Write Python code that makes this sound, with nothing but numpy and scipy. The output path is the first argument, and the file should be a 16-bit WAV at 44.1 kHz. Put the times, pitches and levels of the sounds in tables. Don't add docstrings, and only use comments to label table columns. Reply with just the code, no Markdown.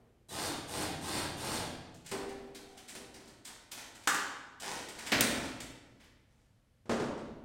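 import sys
import numpy as np
from scipy import signal
from scipy.fft import rfft, irfft, next_fast_len
from scipy.io import wavfile
from scipy.ndimage import uniform_filter1d

SR = 44100
rng = np.random.default_rng(int(sys.argv[2]) if len(sys.argv) > 2 else 0)


def dump(signal):
    limited = np.clip(np.atleast_2d(signal).T, -1, 1)
    pcm = np.round(limited * 32767).astype(np.int16)
    wavfile.write(sys.argv[1], SR, pcm)


N = 328104
T = np.arange(N) / SR

# start in seconds, time held in seconds, relative motor speed,
# relative level of the skin's rattle in dB.
TRIGGER_PULLS = [(.287, 0.1969, 0.99, -39), (0.677, 0.1626, 1.04, -36.5), (1.011, .19, 1.1, -37.5),
                 (1.368, 0.2049, 1.0, -38)]
# start in seconds, frame level in dB, edge tick level in dB,
# tick pitch in Hz, chatter time in seconds.
FRAME_KNOCKS = [(1.942, -45.5, -29, 7000, 0.0278), (2.045, -30.5, -33, 8030, .05),
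                (2.059, -24.5, -19, 7500, 0.0456), (2.087, -25.5, -24, 7936, 0.031),
                (2.112, -11.5, -12.5, 8400, 0.038), (2.29, -22.5, -27, 8900, 0.03),
                (2.544, -23, -19, 4140, 0.069), (2.77, -26.5, -22.5, 3200, 0.069),
                (2.877, -21, -16.5, 8200, 0.099), (2.949, -20, -17.5, 9550, 0.022),
                (3.14, -26, -24, 5510, 0.0405), (3.274, -33.5, -28.5, 4509, 0.045),
                (3.446, -23.5, -16.5, 7894, 0.063), (3.471, -28, -21.5, 3500, 0.049),
                (3.712, -19.5, -13, 12500, 0.0626), (3.771, -19.5, -20, 6050, 0.12),
                (3.942, -28, -25.5, 7486, 0.102), (4.034, -32, -27.5, 4622, 0.034),
                (4.597, -31, -17.5, 8000, .047), (4.63, -18.5, -29.5, 2910, 0.05),
                (4.885, -23, -18, 8000, 0.0265), (4.985, -15.5, -19, 8500, 0.0405),
                (5.062, -11, -13.5, 7509, 0.068), (5.117, 6, -9, 5698, 0.0484),
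                (5.208, 0.5, 2, 8680, 0.0092), (5.602, -17, -15, 7690, 0.0229),
                (5.994, -29, -37, 3500, 0.1), (6.036, -32.5, -38, 2197, 0.0487)]
# start in seconds, length in seconds,
# relative scrape level in dB, relative wall rumble level in dB.
FRAME_SLIDES = [(2.239, .24, -72, -56), (2.603, 0.233, -65, -64.5), (2.895, 0.158, -66.5, -54.5),
                (3.136, 0.181, -62.5, -58.5), (3.448, 0.0713, -53.5, -67), (3.708, 0.124, -52, -69),
                (3.938, 0.123, -61.5, -68), (4.609, 0.136, -39.5, -51.5), (4.784, 0.036, -47, -47.5),
                (4.946, 0.27, -48, -67), (5.21, 0.263, -46.5, -50), (5.879, 0.175, -81, -66),
                (6.26, 0.19, -78.5, -80.5)]
# start in seconds, level in dB, chatter time in seconds.
SEAT_BUMPS = [(2.118, -4, .02), (2.150, -6.5, .053), (2.225, -12.5, .013), (2.591, -22, .04),
              (2.949, -17.5, .04), (3.06, -27.5, .031), (4.66, -17.5, .08), (4.73, -23.5, .08)]
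RELEASE_CLANKS = [(4.073, 6.5, 0.011), (4.087, -4, 0.0095), (4.144, -3, 0.023)]
FENDER_LANDINGS = [(6.856, -22.5, .018), (6.894, 4, 0.0174), (6.913, -0.5, 0.0218), (6.997, -2, 0.031),
                   (7.041, -13, 0.026), (7.10, -20.5, 0.0306), (7.177, -13.5, 0.0194)]

# frequency in Hz, relative spectral density in dB.
GEAR_SPECTRUM = [(300, 5), (1000, 10.5), (2200, 0.5), (3000, -1), (4700, 1.5), (6200, -5.5), (7800, -8),
                 (8800, -7), (9800, -9), (12000, -15), (15500, -28)]
RASP_SPECTRUM = [(2000, -17.5), (6000, -2.5), (7800, -2), (8800, 3), (9800, -5.5), (12000, -9),
                 (15500, -15.5)]
SKIN_SPECTRUM = [(28, -32.5), (43, -6), (62, -35), (86, 1.5), (105, -6.5), (145, 3), (205, -6), (280, 3),
                 (450, -5), (750, -6.5), (1200, -22), (2000, -13.5), (5000, -41.5)]
FRAME_SPECTRUM = [(150, -28), (600, -10.5), (1200, -6), (2100, -1), (3000, -7), (4500, -9), (7000, -17.5),
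                  (10000, -28.5), (15000, -28.5)]
EDGE_SPECTRUM = [(500, -29), (1800, -11.5), (3000, 0), (4300, 0), (5500, -0.5), (8700, -1), (10000, -5.5),
                 (15500, -15)]
WALL_SPECTRUM = [(25, -25.5), (45, -8.5), (70, -6.5), (125, -4), (165, -4.5), (240, 2.5), (400, -4),
                 (650, -7), (1000, -18), (2000, -21.5), (6000, -43)]
SEAT_SPECTRUM = [(50, -11), (140, -13.5), (250, 0.5), (420, -6), (700, -7), (1100, -10), (1600, -22),
                 (3000, -30), (8000, -45.5)]
BENT_FRAME_SPECTRUM = [(60, -32), (200, -15.5), (290, -9), (450, -13), (680, -15.5), (820, -10), (1200, -6),
                       (1550, -4.5), (2300, -13), (4000, -18.5), (7600, -16), (10000, -23), (15500, -31.5)]
SCRAPE_SPECTRUM = [(120, -9), (400, 2), (850, 5), (1200, -0.5), (1900, -1.5), (3000, -5.5), (5500, -5.5),
                   (8800, -7), (11000, -17.5), (15500, -23)]
FENDER_SPECTRUM = [(25, -14.5), (60, -13.5), (130, -5), (210, -3.5), (420, 1), (700, -6.5), (1300, -11),
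                   (2400, -20.5), (4500, -25.5), (8500, -30.5), (11000, -44.5), (15500, -53.5)]
AIR_SPECTRUM = [(12, -37), (20, -14), (45, -9), (86, -10.5), (123, -5.5), (146, -18), (234, -17),
                (388, -31.5), (472, -24), (825, -33.5), (1810, -35), (6910, -44), (7520, -43), (13000, -48),
                (16000, -57)]

# centre in Hz, width in Hz, lift in dB at a depth of one.
GEARBOX_PEAKS = [(665.5, 21.8, 9), (871, 55, 3.2), (1589, 120, 3.94), (2487, 114, 3.9), (2900, 326, 4.1),
                 (3610, 250, 3.7), (4435, 203, 3.33), (4840, 98, 4.8), (5280, 224, 4.2), (5530, 106, 3.7),
                 (5830, 147, 2.4), (6700, 93, 1.6), (7230, 150, 6.9), (8650, 176, 5.2), (8710, 106, 6),
                 (10100, 184, 3.0)]
FRAME_PEAKS = [(904, 130, 2.5), (1460, 72, 5), (1813, 200, 3), (1994, 39, 0.5), (2269, 105, 4),
               (2525, 41, 5), (3050, 270, 4), (3466, 120, 3.5), (3917, 132, 1.5), (3804, 41, 3.5),
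               (4408, 110, 2.5), (4976, 125, 5.5), (5660, 85, 6), (5960, 64, 3), (6305, 70, 4),
               (6693, 72, 1.5), (7560, 166, 3.5), (8542, 170, 3), (8910, 148, 3), (9523, 107, 3),
               (10614, 73, 2), (11280, 149, 4)]
BENT_FRAME_PEAKS = [(807, 55, 4.5), (1210, 140, 4.8), (1538, 230, 4.3), (1717, 54, 5.4), (2860, 139, 3.4),
                    (3130, 143, 4.8), (3660, 161, 4.6), (4250, 100, 5.2), (5100, 200, 3.2),
                    (5890, 180, 3.8), (6761, 166, 4.3), (7270, 156, 4.1), (7860, 200, 4.2),
                    (8450, 192, 5.3)]

# frequency in Hz, relative level in dB, 60 dB decay time in seconds.
SKIN_MODES = [(138, -25.5, 0.42), (169, -5.5, 0.42), (315.1, -2, 0.138), (561, -10, 0.324), (672, 9, 0.32),
              (797.3, 5, 0.091)]
FRAME_MODES = [(891, -4.5, 0.45), (1007.6, -3.5, .6), (1343, -0.5, 0.745), (1744, 3, 1), (1850, -4.5, 0.35),
               (2277, -1.5, .5), (2670, 3, .7), (3890, -7, 0.37), (4140, -9, .5), (4700, -25.5, .6),
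               (5180, -7.5, .6), (6165, -13, .7), (7560, -15, .3), (8380, -12.5, .3)]
WALL_MODES = [(233.3, -7, 1.0), (250.3, 2.5, 0.83), (270.2, 5, .8), (303, -6, 0.64), (397.6, -8, 0.7),
              (496.3, -5, 0.79), (577.7, -4, .4), (695.3, -7.5, 0.46)]
SEAT_MODES = [(241, -6.5, 0.59), (394.4, 3, 0.977), (398.9, 1, 0.22), (488.2, -4, 1), (663.3, -12, 0.44),
              (786, -6, .6), (1524, -10.5, 0.15)]
BENT_FRAME_MODES = [(815, -6.5, 0.98), (1189, -7, 0.48), (1332.3, -13, .2), (1432, -8.5, .2),
                    (1539, -7, .3), (1650, -4, 0.29), (3660, -18, .2), (7170, -10, .15)]
FENDER_MODES = [(139.2, -1.5, 0.45), (216.5, 3, 0.39), (229.9, 9.5, 0.16), (322, -10, 0.33),
                (400.2, -5, 0.27), (460, -13.5, .4), (1010, -19, .4), (1080, -21.5, 0.26), (1415, -10, .4)]

# frequency in Hz, 60 dB decay time in seconds.
GARAGE_DECAY = [(60, 2.5), (250, 1.31), (600, 1.213), (1500, 1.016), (4000, 0.88), (8000, 0.614),
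                (14000, 0.462)]
# frequency in Hz, level in dB.
ELECTRICAL_TONES = [(3058, -96.5), (8947, -103), (9830, -107)]


def drill(rotor_hz=108, throb=0.315, gears_db=-39, grind_db=-3, hum_hz=84.75, hum_db=-14, buzz_db=-13):
    speed, bite = motor()
    angle = 2 * np.pi * np.cumsum(rotor_hz * np.sqrt(speed)) / SR
    load = 1 + throb * np.cos(angle) + throb * np.cos(2 * angle)
    teeth = grains(per_s=5000, spread_db=3) * load
    gears = unit_power(colour(teeth, peaked(GEAR_SPECTRUM, GEARBOX_PEAKS, depth=1.34)))
    chips = grains(per_s=1500, spread_db=2.5) * load
    buzz = from_db(buzz_db) * unit_power(convolve(chips, ringing(SKIN_MODES)))
    skin = unit_power(colour(chips, SKIN_SPECTRUM)) + buzz
    hum = from_db(hum_db) * np.sin(2 * np.pi * hum_hz * T)
    return from_db(gears_db) * speed * gears + from_db(grind_db) * bite * (skin + hum)


def motor(spin_up_s=0.075, coast_s=0.065, stall_speed=0.070716, bite_exponent=0.673):
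    speed, bite = np.zeros(N), np.zeros(N)
    for start, held, top_speed, bite_db in TRIGGER_PULLS:
        spun_up = 1 - np.exp(-np.clip(T - start, 0, held) / spin_up_s)
        coasting = np.exp(-np.maximum(T - start - held, 0) / coast_s)
        turning = spun_up * np.maximum((1 + stall_speed) * coasting - stall_speed, 0)
        speed += top_speed * turning
        bite += from_db(bite_db) * turning ** bite_exponent
    return speed, bite


def gear_rasp(level_db=-44, lead_s=0.021):
    speed, _ = motor()
    acceleration = uniform_filter1d(np.gradient(speed) * SR, size=200)
    torque = np.maximum(speed + lead_s * acceleration, 0)
    teeth = grains(per_s=3500, spread_db=3.5)
    return from_db(level_db) * torque * unit_power(colour(teeth, RASP_SPECTRUM))


def motor_whine(start_hz=3200, rise_hz=1160, full_speed=0.85, waver=0.00672, level_db=-49,
                lower_ratio=0.83, lower_db=-5, chirp_hz=3950, chirp_db=-50, chirp_s=0.0256):
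    speed, _ = motor()
    pitch = (start_hz + rise_hz * np.minimum(speed / full_speed, 1)) * (1 + waver * wander(200))
    phase = 2 * np.pi * np.cumsum(pitch) / SR
    tones = np.sin(phase) + from_db(lower_db) * np.sin(lower_ratio * phase)
    chirp_swell = np.sin(np.pi * np.clip((T - TRIGGER_PULLS[0][0]) / chirp_s, 0, 1))
    chirp = from_db(chirp_db) * chirp_swell * np.sin(2 * np.pi * chirp_hz * T)
    return from_db(level_db) * np.sqrt(speed) * tones + chirp


def frame_knocks(tick_lift_db=4.5, tick_octaves=0.2, wall_share_db=-3.5, wall_growth=1.238):
    out = np.zeros(N)
    frame_spectrum = peaked(FRAME_SPECTRUM, FRAME_PEAKS, depth=0.58)
    hz, edge_shape = peaked(EDGE_SPECTRUM, FRAME_PEAKS, depth=0.71).T
    for start, frame_db, edge_db, tick_hz, chatter_s in FRAME_KNOCKS:
        lift = tick_lift_db * np.exp(-(np.log2(hz / tick_hz) / tick_octaves) ** 2)
        edge_spectrum = np.column_stack([hz, edge_shape + lift])
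        softness = np.interp(frame_db, [-18, 0], [0.91, 0.47])
        thud = impact(WALL_SPECTRUM, chatter_s, wash_t60=0.4, wash_db=1, modes=WALL_MODES, modes_db=-6.5)
        ring = impact(frame_spectrum, chatter_s, wash_t60=0.11, wash_db=-0.5,
                      modes=FRAME_MODES, modes_db=-15, softness=softness)
        tick = impact(edge_spectrum, chatter_s, wash_t60=0.086, wash_db=-6, softness=softness)
        add(out, start, from_db(wall_share_db + wall_growth * frame_db) * thud)
        add(out, start, from_db(frame_db) * ring)
        add(out, start, from_db(edge_db) * tick)
    return out


def release_clank():
    spectrum = peaked(BENT_FRAME_SPECTRUM, BENT_FRAME_PEAKS, depth=0.94)
    return impacts(RELEASE_CLANKS, spectrum, wash_t60=0.07, wash_db=4.5,
                   modes=BENT_FRAME_MODES, modes_db=-14.5)


def corner_crack(start=5.2083, level_db=-1, chatter_s=0.0068):
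    bright = [(1150, -25), (2300, 0), (6000, -3), (12000, -3), (15500, 0)]  # Hz, dB
    return impacts([(start, level_db, chatter_s)], bright, wash_t60=0.026, wash_db=-16)


def seat_thumps():
    return impacts(SEAT_BUMPS, SEAT_SPECTRUM, wash_t60=0.15, wash_db=5, modes=SEAT_MODES, modes_db=-1.5)


def fender_thud():
    return impacts(FENDER_LANDINGS, FENDER_SPECTRUM, wash_t60=0.182, wash_db=3.5,
                   modes=FENDER_MODES, modes_db=-6, softness=0.369)


def frame_scrape(scrape_db=5, rumble_db=-2, clump_db=2, attack_s=0.026, release_s=0.032):
    rub = np.zeros(N)
    shake = from_db(-55.5) * decay(t60=0.344, size=N)
    for start, length, rub_db, wall_db in FRAME_SLIDES:
        swell = np.clip((T - start) / attack_s, 0, 1)
        pressure = swell * np.exp(-np.maximum(T - start - length, 0) / release_s)
        rub += from_db(rub_db) * pressure
        shake += from_db(wall_db) * pressure
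    clumps = from_db(clump_db * np.clip(wander(500), -2, 2))
    slips = unit_power(grains(per_s=940, spread_db=4) * clumps) * rub
    scrape = colour(slips, peaked(SCRAPE_SPECTRUM, FRAME_PEAKS, depth=1.3))
    rumble = unit_power(colour(grains(per_s=600, spread_db=1.5), WALL_SPECTRUM)) * shake
    return from_db(scrape_db) * scrape + from_db(rumble_db) * rumble


def frame_creak(start=2.6, end=2.92, pitch_hz=735, level_db=-60, waver=0.06):
    pitch = pitch_hz * (1 + waver * wander(300))
    progress = np.clip((T - start) / (end - start), 0, 1)
    swell = np.sqrt(np.maximum(np.sin(np.pi * progress), 0))
    return from_db(level_db) * swell * np.sin(2 * np.pi * np.cumsum(pitch) / SR)


def impacts(events, spectrum, **body):
    out = np.zeros(N)
    for start, db, chatter_s in events:
        add(out, start, from_db(db) * impact(spectrum, chatter_s, **body))
    return out


def impact(spectrum, chatter_s, wash_t60, wash_db, modes=(), modes_db=0, softness=0.27, size=8192):
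    contact = unit_energy(spiky_noise(size) * decay(chatter_s, size))
    wash = from_db(wash_db) * unit_energy(rng.standard_normal(size) * decay(wash_t60, size))
    onset = 1 - decay(softness * chatter_s, size)
    force = whiten((contact + wash) * onset ** 2, width_hz=60)
    sound = np.pad(unit_energy(colour(force, spectrum)), (0, SR - size))
    return unit_energy(sound + from_db(modes_db) * ringing(modes)) if modes else sound


def ringing(modes, size=SR):
    impulse, out = signal.unit_impulse(size) + 1e-18, np.zeros(size)
    for hz, db, t60 in modes:
        radius, angle = np.exp(-np.log(1000) / (t60 * SR)), 2 * np.pi * hz / SR
        gain = from_db(db + rng.normal(0, 2)) * np.sign(rng.normal()) / np.sqrt(t60)
        feedback = [1, -2 * radius * np.cos(angle), radius * radius]
        out += signal.lfilter([0, gain * np.sin(angle)], feedback, impulse)
    return unit_energy(out)


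def garage(x, early_db=-4, early_t60=0.069, late_db=1, gap_s=0.0022, size=2 * SR):
    hz = np.arange(size // 2 + 1) * SR / size
    white = rfft(rng.standard_normal(size))
    octaves = np.log2(np.clip(hz, 40, 40 * 2 ** 8.5) / 40)
    tail = 0
    for k in range(18):
        band = irfft(white * np.maximum(1 - abs(2 * octaves - k), 0), size)
        tail = tail + band * decay(at_hz(GARAGE_DECAY, 40 * 2 ** (k / 2)), size)
    early = spiky_noise(size) * decay(early_t60, size)
    arrived = np.clip(T[:size] / gap_s - 0.5, 0, 1)
    response = from_db(early_db) * unit_energy(early * arrived)
    response += from_db(late_db) * unit_energy(tail * arrived)
    response[0] += 1
    return convolve(x, whiten(response, width_hz=60))


def room_tone(air_db=-68.5):
    air = from_db(air_db) * unit_power(colour(rng.standard_normal(N), AIR_SPECTRUM))
    whistles = sum(from_db(db) * unit_power(np.sin(2 * np.pi * hz * T)) for hz, db in ELECTRICAL_TONES)
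    return air + whistles


def grains(per_s, spread_db):
    sizes = from_db(spread_db * np.minimum(rng.exponential(1, N), 4)) * rng.choice([-1, 1], N)
    return unit_power(sizes * (rng.random(N) < per_s / SR))


def spiky_noise(size):
    return rng.standard_normal(size) ** 3


def wander(samples):
    return unit_power(uniform_filter1d(rng.standard_normal(N), size=samples))


def peaked(spectrum, peaks, depth):
    hz = np.geomspace(20, SR / 2, num=1500)
    lift = sum(db / (1 + (2 * (hz - centre) / width) ** 2) for centre, width, db in peaks)
    return np.column_stack([hz, at_hz(spectrum, hz) + depth * lift])


def whiten(x, width_hz):
    size = next_fast_len(len(x))
    power = uniform_filter1d(abs(rfft(x, size)) ** 2, size=max(int(width_hz * size / SR), 1))
    hz = np.arange(len(power)) * SR / size + 1
    inverse_db = -10 * np.log10(np.maximum(power, 1e-12))
    return unit_energy(colour(x, np.column_stack([hz, inverse_db])))


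def colour(x, spectrum, size=8192):
    hz = np.arange(size // 2 + 1) * SR / size
    cepstrum = irfft(np.log(from_db(at_hz(spectrum, hz))))
    cepstrum[0] /= 2
    response = irfft(np.exp(rfft(2 * cepstrum[:size // 2], size)))
    return convolve(x, response)


def convolve(x, response):
    return signal.oaconvolve(x, response)[:len(x)]


def add(out, start, sound):
    first = round(start * SR)
    out[first:first + len(sound)] += sound[:N - first]


def decay(t60, size):
    return np.exp(-np.minimum(np.log(1000) * T[:size] / max(t60, 1e-4), 40))


def at_hz(points, hz):
    frequencies, values = np.transpose(points)
    return np.interp(np.log(np.maximum(hz, 1)), np.log(frequencies), values)


def from_db(db):
    return 10 ** (np.asarray(db) / 20)


def unit_power(x):
    return x / np.sqrt(np.mean(x ** 2) + 1e-20)


def unit_energy(x):
    return x / np.sqrt(np.sum(x ** 2) + 1e-20)


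def scene(work_db=0.9861, crack_room_db=-3):
    crack = corner_crack()
    at_rivet = garage(drill() + gear_rasp() + motor_whine() + seat_thumps())
    at_frame = garage(frame_knocks() + from_db(crack_room_db) * crack + frame_scrape() + frame_creak())
    at_side = garage(release_clank() + fender_thud())
    work = at_rivet + at_frame + crack + at_side
    return np.tile(from_db(work_db) * work + room_tone(), (2, 1))


def record(dry, cutoff_hz=15800):
    return signal.sosfilt(signal.ellip(10, 0.1, 80, cutoff_hz, fs=SR, output="sos"), dry)


dry = scene()
out = record(dry)
dump(out)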